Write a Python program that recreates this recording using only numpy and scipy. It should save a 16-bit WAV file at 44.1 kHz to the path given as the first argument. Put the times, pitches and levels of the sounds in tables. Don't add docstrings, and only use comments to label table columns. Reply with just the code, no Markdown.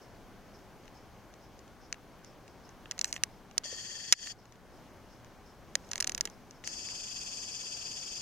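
import sys
import numpy as np
from scipy import signal
from scipy.io import wavfile
from scipy.ndimage import uniform_filter1d

SR = 44100
rng = np.random.default_rng(int(sys.argv[2]) if len(sys.argv) > 2 else 0)


def invert_db(x):
    u = np.asarray(x, float) / 20
    return 10 ** u


def to_wav(s):
    ch = np.atleast_2d(s).T
    pcm = np.round(np.clip(ch, -1, 1) * 32767)
    wavfile.write(sys.argv[1], SR, pcm.astype(np.int16))


N = 362061

# (frequency [Hz], level [dB], t60 [s], right lag [cycles])
SHELL_MODES = [(1197, -0.5, 0.0045, -0.11), (1815, 10.5, 0.0075, -0.045), (2205, 8.5, 0.0069, 0.1),
               (2800, 7.5, 0.0038, 0.19), (4267, 0.5, 0.0045, 0.23), (4920, -3, 0.0059, -0.3),
               (5700, 7, 0.003, -0.23), (6470, 7.9, 0.0041, 0.038), (7320, -0.5, 0.0033, 0.24),
               (8040, 0.5, 0.0025, 0.208), (9570, -2, 0.0021, 0.12), (11440, -7, 0.0019, -0.4),
               (13300, -11, .003, 0.17), (520, -8, .007, 0)]
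SHELL_LOW_HZ, SHELL_HIGH_HZ = 3600, 7700


def in_time(rows):
    s, *columns = np.transpose(rows)
    return [np.interp(np.arange(N) / SR, s, c) for c in columns]


def at_hz(points, hz):
    point_hz, value = np.transpose(points)
    return np.interp(np.log(hz), np.log(point_hz), value)


def rms_one(x):
    return x / np.sqrt(np.mean(x ** 2) + 1e-20)


def drift(rate_hz):
    r = np.exp(-80 * np.pi * rate_hz / SR)
    noise = rng.standard_normal(N // 40 + 2002)
    slow = signal.lfilter([1], [1, -2 * r, r * r], noise)[2000:]
    return np.interp(np.arange(N) / 40, np.arange(len(slow)), rms_one(slow))


def resonate(x, hz, width_hz):
    r = np.exp(-np.pi * width_hz / SR)
    zeros = (1 - r * r) / 2 * np.array([1, 0, -1])
    poles = [1, -2 * r * np.cos(2 * np.pi * hz / SR), r * r]
    return signal.lfilter(zeros, poles, x)


def lagged(x, hz, cycles):
    w, turn = 2 * np.pi * hz / SR, 2 * np.pi * cycles
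    return signal.lfilter([np.sin(w - turn) / np.sin(w), np.sin(turn) / np.sin(w)], [1], x)


def sides(pan_db):
    return invert_db(np.array([[.5], [-.5]]) * pan_db)


def gate(start_s, stop_s, rise_s, fall_db_per_s):
    t = np.arange(N) / SR
    opening = np.clip((t - start_s) / rise_s, 0, 1) ** 2
    return opening * invert_db(-fall_db_per_s * np.clip(t - stop_s, 0, 1))


def road(patchy_db):
    # (time [s], level [dB])
    traffic_level = [(0.0, -55), (2.33, -56), (3.27, -55), (3.57, -57), (4.35, -59), (4.62, -58.5),
                     (4.8, -55.5), (5.6, -56), (6.08, -54), (6.52, -57), (8.21, -57)]
    # (frequency [Hz], level per Hz [dB])
    traffic_spectrum = [(12, -29), (20, 0), (91, -4), (218, -4.5), (289, -6), (372, -8), (440, -10.5),
                        (535, -7.5), (794, -10.5), (1740, -18.5), (4280, -27.5), (5360, -25.5),
                        (8650, -37.5), (15200, -31.5), (16500, -48)]
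    # (frequency [Hz], likeness [0-1])
    likeness = [(30, 0.5), (80, 0.5), (160, .83), (400, 0.92), (900, 0.94), (2000, 0.9), (4000, .6),
                (8000, 0.7), (15000, .2)]
    hiss_db, hum_hz, hum_db, pan_db = -1, 117, -67.5, 1.4
    level_db, = in_time(traffic_level)
    out, together = 0, drift(1.5)
    edges_hz = 18 * 2 ** np.arange(0, 10.5, .5)
    white = rng.standard_normal((2, 2, N))
    for k, (low_hz, high_hz) in enumerate(zip(edges_hz, np.minimum(edges_hz[1:], 19000))):
        band = signal.butter(2, [low_hz, high_hz], "band", fs=SR, output="sos")
        mid, side = signal.sosfilt(band, white[k % 2])
        hz = np.sqrt(low_hz * high_hz)
        alike = np.clip(at_hz(likeness, hz), 0, 1)
        wander_db = patchy_db * (.5 * together + drift(8))
        gain = invert_db(at_hz(traffic_spectrum, hz) + wander_db + hiss_db * (hz > 1500))
        out = out + gain * (np.sqrt(1 + alike) * mid + np.sqrt(1 - alike) * side * [[1], [-1]])
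    hum = invert_db(hum_db) * rms_one(resonate(white[0, 0], hum_hz, 4))
    return rms_one(out) * invert_db(level_db + 1.5) * sides(pan_db) + hum


def focus():
    # (time [s], level [dB])
    puffs = [(0.001, -67), (.53, -65.5), (.94, -65), (1.405, -67), (1.81, -66), (2.233, -64.5),
             (2.473, -69), (2.635, -65), (3.303, -72), (4.38, -67), (4.726, -70), (5.09, -66), (5.455, -67),
             (5.816, -67), (6.3, -68), (6.537, -69)]
    # (frequency [Hz], width [Hz], level [dB])
    drive_modes = [(5320, 710, 14.8), (6200, 580, -0.5)]
    puff_s = .08
    t = np.arange(N) / SR
    shape = 0
    for s, db in puffs:
        age = np.maximum(t - s, 0) / puff_s
        shape = shape + invert_db(db) * 9 * age * np.exp(-3.3 * age)
    mid, side = rng.standard_normal((2, N))
    pair = np.array([mid + .5 * side, mid - .5 * side]) * invert_db(2.5 * drift(40))
    rung = sum(invert_db(db) * resonate(resonate(pair, hz, w), hz, 2 * w) for hz, w, db in drive_modes)
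    return shape * rms_one(rung)


def thumps():
    # (time [s], peak [dB], frequency [Hz])
    low_thuds = [
        (1.927, -46, 229),
        (3.236, -47, 202),
        (3.654, -41, 600),
        (3.726, -35, 500),
        (4.124, -38, 558),
        (5.754, -33.5, 553),
        (6.145, -36, 208),
        (6.254, -34.5, 402),
    ]
    out, t = np.zeros(N + 2000), np.arange(2000) / SR
    for s, peak_db, hz in low_thuds:
        force = invert_db(peak_db + 10 - 60 * t / 0.015) * np.minimum(t / 0.0044, 1)
        out[int(s * SR):][:2000] += force * np.sin(2 * np.pi * hz * t)
    return out[:N]


def scrapes():
    # (time [s], length [s], level [dB])
    slides = [
        (3.016, .004, -51),
        (3.05, .058, -48),
        (3.132, .032, -45.5),
        (5.79, .105, -69),
        (5.96, .01, -53),
    ]
    slips = rng.standard_normal(N) * (rng.random(N) < 4000 / SR) * invert_db(3.8 * drift(60))
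    pair = 0
    for hz, db, _, cycles in SHELL_MODES[1:11]:
        share_db = -8.47 * (hz < SHELL_LOW_HZ) - 16 * (hz > SHELL_HIGH_HZ)
        rung = resonate(slips, hz, 350) * invert_db(db + share_db)
        pair = pair + np.array([rung, lagged(rung, hz, cycles)])
    touch = sum(invert_db(db) * gate(s, s + length_s, .003, 1500) for s, length_s, db in slides)
    return rms_one(pair) * touch


def contacts():
    # (time [s], peak [dB], low share [dB])
    creaks = [(.5897, -55, -5), (.855, -46, -1), (.8787, -44, 7), (.9711, -56, 6), (1.339, -45, -5),
              (1.591, -45, -9), (1.6784, -50, -3), (2.191, -55, 3), (2.246, -40, -12), (2.479, -43, 3),
              (2.691, -44, -6), (3.5115, -43, -1), (4.4546, -47, -2), (4.5228, -46, -5), (4.5557, -53, -1),
              (5.2009, -59, 6), (5.246, -44, -3), (5.8457, -52, -12), (5.8897, -44, -9),
              (6.299, -40.5, -25), (6.509, -38, -15)]
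    # (time [s], peak [dB], low share [dB], high share [dB])
    first_stroke = [
        (2.857, -37, 17, -22),
        (2.9112, -19, -12, -12),
        (2.918, -30, -2, -24),
        (2.979, -35, -1, -22),
        (2.991, -21, -11, -16),
        (3.0125, -14.5, -14, -15),
        (3.044, -14.5, -11.5, -15),
        (3.127, -17, -11, -14),
        (3.163, -26, 7, -32),
        (3.178, -41, 16, -18),
    ]
    # (time [s], peak [dB], low share [dB], high share [dB])
    second_stroke = [(5.913, -25, -12, -14), (5.9157, -22.5, -9, -12), (5.9328, -20.5, -6, -11),
                     (5.9563, -22, -5, -10), (5.979, -25, -7, -13), (6.0024, -17, -9, -6),
                     (6.0063, -13.5, -12, -5), (6.0248, -17.5, -9, -10), (6.0436, -19, -7, -10),
                     (6.07, -29, -3, -15), (6.0733, -15, -14, -3), (6.0945, -20, -6, -7),
                     (6.119, -26.5, -8, -10), (6.1478, -17.5, -10, -9), (6.1779, -23.5, -4, -6),
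                     (6.2089, -11.5, -13, -10), (6.2537, -19.5, -10, -6), (6.258, -34, -3, -13),
                     (6.2733, -33, 2, -25)]
    # (time [s], peak [dB], low share [dB], high share [dB], left-right [dB])
    knocks = [(1.9262, -19, -5, -22, -1), (1.9427, -40, 9, -12, 2), (3.2355, -8, -9, -5, -4),
              (3.5794, -9, -13, -7, -5), (3.6357, -40, 8, -17, -1), (3.6426, -44, 2, -20, 0),
              (4.1243, -1, -9, -12, -2), (4.1272, -1, -6, -8, -4), (4.1318, -8, -1, -7, -3),
              (4.1366, -10, -1, -17, -3), (4.2711, -30, 3, -15, -5), (5.7535, -11.5, -6, -9, -3),
              (6.639, -35, 6, -30, 2), (6.6438, -35, -14, -31, 5), (6.6743, -22, -7, -10, 1),
              (6.8867, -34, -1, -24, 0), (8.1784, -35, -16, -10, 2)]
    creak_high_db, creak_pan_db, stroke_pan_db = -12, 1.5, -4
    strokes = [(*row, stroke_pan_db) for row in first_stroke + second_stroke]
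    return knocks + strokes + [(*row, creak_high_db, creak_pan_db) for row in creaks]


def clicks():
    # (peak [dB], rattle t60 [s])
    rattle_decay = [
        (-20, .013),
        (-12, .0105),
        (-2, .013),
    ]
    high_pan_db = 7
    out, t = np.zeros((2, N + 2000)), np.arange(2000) / SR
    for s, peak_db, low_db, high_db, pan_db in contacts():
        t60 = np.interp(peak_db, *np.transpose(rattle_decay))
        crack = invert_db(-60 * t / (0.32 * t60))
        tail = invert_db(-15.5 - 60 * t / (1.3 * t60))
        rattle = rng.choice([-1, 1], 2000) * (crack + tail) * np.minimum(t / 0.0003, 1)
        strengths_db, hit = rng.normal(0, 1.5, len(SHELL_MODES)), 0
        for k, (hz, db, ring_t60, cycles) in enumerate(SHELL_MODES):
            share_db = low_db if hz < SHELL_LOW_HZ else high_db if hz > SHELL_HIGH_HZ else 0
            width_hz = np.log(1000) / np.pi / ring_t60
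            rung = rms_one(resonate(resonate(rattle, hz, width_hz), hz, 5.7 * width_hz))
            rung = rung * np.sqrt(width_hz) * invert_db(db + strengths_db[k] + share_db) * (-1) ** k
            pan = sides(pan_db + high_pan_db * (hz > SHELL_HIGH_HZ))
            hit = hit + np.array([rung, lagged(rung, hz, cycles)]) * pan
        i = int(s * SR)
        out[:, i:i + 2000] += hit / np.abs(hit).max(axis=1).mean() * invert_db(peak_db + 0.5)
    return out[:, :N]


def motor(run, gear, body, tooth_db, groan_db):
    tooth_base_hz, tooth_sweep, tooth_top_hz = 392.3, .38, 4000
    alike = 0.71
    groan_top_hz = 2000
    notch_hz, notch_width_hz, notch_share = 3850, 400, .7
    spin_up_s, brake_db_per_s = .009, 1800
    start_s, stop_s, level_db, surge_db, settle_s = run
    a = int(gear[0][0] * SR - SR // 20)
    b = min(N, int(gear[-1][0] * SR + SR // 20))
    t = np.arange(a, b) / SR
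    turn = in_time(gear)[0][a:b]
    surge = np.exp(-np.maximum(t - start_s, 0) / settle_s)
    throb = np.cos(2 * np.pi * turn)
    glide = tooth_sweep * ((turn + .5) % 1 - .5)
    tooth_hz = tooth_base_hz * np.exp(glide + .03 * drift(11.96)[a:b])
    phase = 2 * np.pi * np.cumsum(tooth_hz) / SR
    teeth = rms_one(sum(np.cos(k * phase) for k in range(3, 13))) * (1 + throb) * (1 - surge)
    sound = 0
    for hz, width_hz, left_db, right_db, throb_db, cycles in body:
        mesh, stray = rng.standard_normal((2, b - a)) * invert_db(throb_db * throb)
        mesh = mesh + invert_db(tooth_db + throb_db) * teeth * (hz < tooth_top_hz)
        right = alike * mesh + np.sqrt(1 - alike ** 2) * stray
        pair = resonate(resonate(np.array([mesh, right]), hz, width_hz), hz, 3.0 * width_hz)
        pair = pair * invert_db(groan_db * surge * (hz < groan_top_hz))
        sound = sound + np.array([invert_db(left_db) * pair[0], invert_db(right_db) * lagged(pair[1], hz, cycles)])
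    out = np.zeros((2, N))
    out[:, a:b] = rms_one(sound - notch_share * resonate(sound, notch_hz, notch_width_hz))
    out[:, a:b] *= invert_db(level_db + surge_db * surge) * gate(start_s, stop_s, spin_up_s, brake_db_per_s)[a:b]
    return out


def scene():
    # (start [s], stop [s], motor level [dB], starting surge [dB], settling [s])
    run_in = (3.634, 4.322, -42.5, 3, .04)
    run_out = (6.638, 8.3, -41, -3.5, .1)
    # (time [s], position [turns])
    gear_in = [(3.654, 0), (3.795, 2), (3.912, 4), (4.006, 6), (4.087, 8), (4.193, 10), (4.342, 14)]
    gear_out = [(6.616, 0), (6.855, 4), (7.006, 7), (7.115, 10), (7.433, 16), (7.727, 21), (7.917, 25),
                (8.033, 27), (8.214, 31)]
    # (frequency [Hz], width [Hz], left level [dB], right level [dB], throb [dB], right lag [cycles])
    body_in = [(1810, 162, -5, -11, 2.5, 0.12), (2634, 265, -20.5, -12, 1, -0.12),
               (3240, 310, -5.5, -5, 2, 0.31), (3740, 170, -11.5, -16.5, 2.1, .45),
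               (4387, 67, -8.5, 3, 2.5, 0.099), (4680, 220, 5.2, -3, -1, -.03),
               (5360, 330, -1, -11, 2.3, -.2), (6000, 320, -4.5, -8, 4.5, .2),
               (6520, 375, -1, -11.5, 2.5, 0.3), (6810, 330, -9, -4, -1.5, .02),
               (7160, 300, -3.5, -18, -1, .15), (8000, 910, -25, -14.5, 3, .2),
               (9400, 710, -36, -23.5, 5, -0.066), (10980, 920, -23.5, -36.5, -4.6, -0.35),
               (12300, 900, -41.5, -31, 4.2, -0.3)]
    body_out = [(1773, 360, -27, -25, .5, -0.19), (2637, 360, -17, -12.5, 1.8, 0.23),
                (3094, 260, -15.5, -16.5, 1.8, 0.19), (3406, 200, -17, -13.5, 2.3, 0.4),
                (3850, 190, -40, -41, 2.1, .45), (4680, 130, -25, -46, 1.1, 0.16),
                (4760, 224, 2.1, -1, 0.27, 0.03), (5325, 740, -3, -24, 0.76, -0.14),
                (6350, 245, -2.5, -7, 2.1, 0.35), (6760, 490, -7.5, -8.5, 3.4, -0.077),
                (7520, 250, -10, -23, 1.8, 0.083), (8260, 490, -52, -14, 1.7, -0.29),
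                (9300, 600, -26.5, -26, 0.91, 0.14), (11240, 600, -29.5, -27, 1, -0.25),
                (12500, 900, -41.5, -42, 1.1, .01)]
    handling = thumps() + scrapes() + clicks()
    zoom_in = motor(run_in, gear_in, body_in, tooth_db=-11, groan_db=0)
    zoom_out = motor(run_out, gear_out, body_out, tooth_db=-6.5, groan_db=13)
    return road(patchy_db=0.7) + focus() + handling + zoom_in + zoom_out


def low_pass(x):
    return signal.sosfilt(signal.butter(12, 16830, fs=SR, output="sos"), x)


def record(dry):
    mic_top_hz, limit_db, release_db_per_s, attack_s = 16100, -19, 128.5, 0.011
    t = np.arange(N) / SR
    dry = signal.sosfilt(signal.cheby2(10, 18, mic_top_hz, fs=SR, output="sos"), dry)
    level_db = 10 * np.log10(uniform_filter1d(np.mean(dry ** 2, axis=0), size=88) + 1e-12)
    over_db = np.maximum(level_db - limit_db, 0)
    held_db = np.maximum.accumulate(over_db + release_db_per_s * t) - release_db_per_s * t
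    r = np.exp(-1 / (attack_s * SR))
    duck_db = signal.lfilter([1 - r], [1, -r], held_db)
    return low_pass(dry * invert_db(-1.6 * duck_db))


dry = scene()
out = record(dry)
to_wav(out)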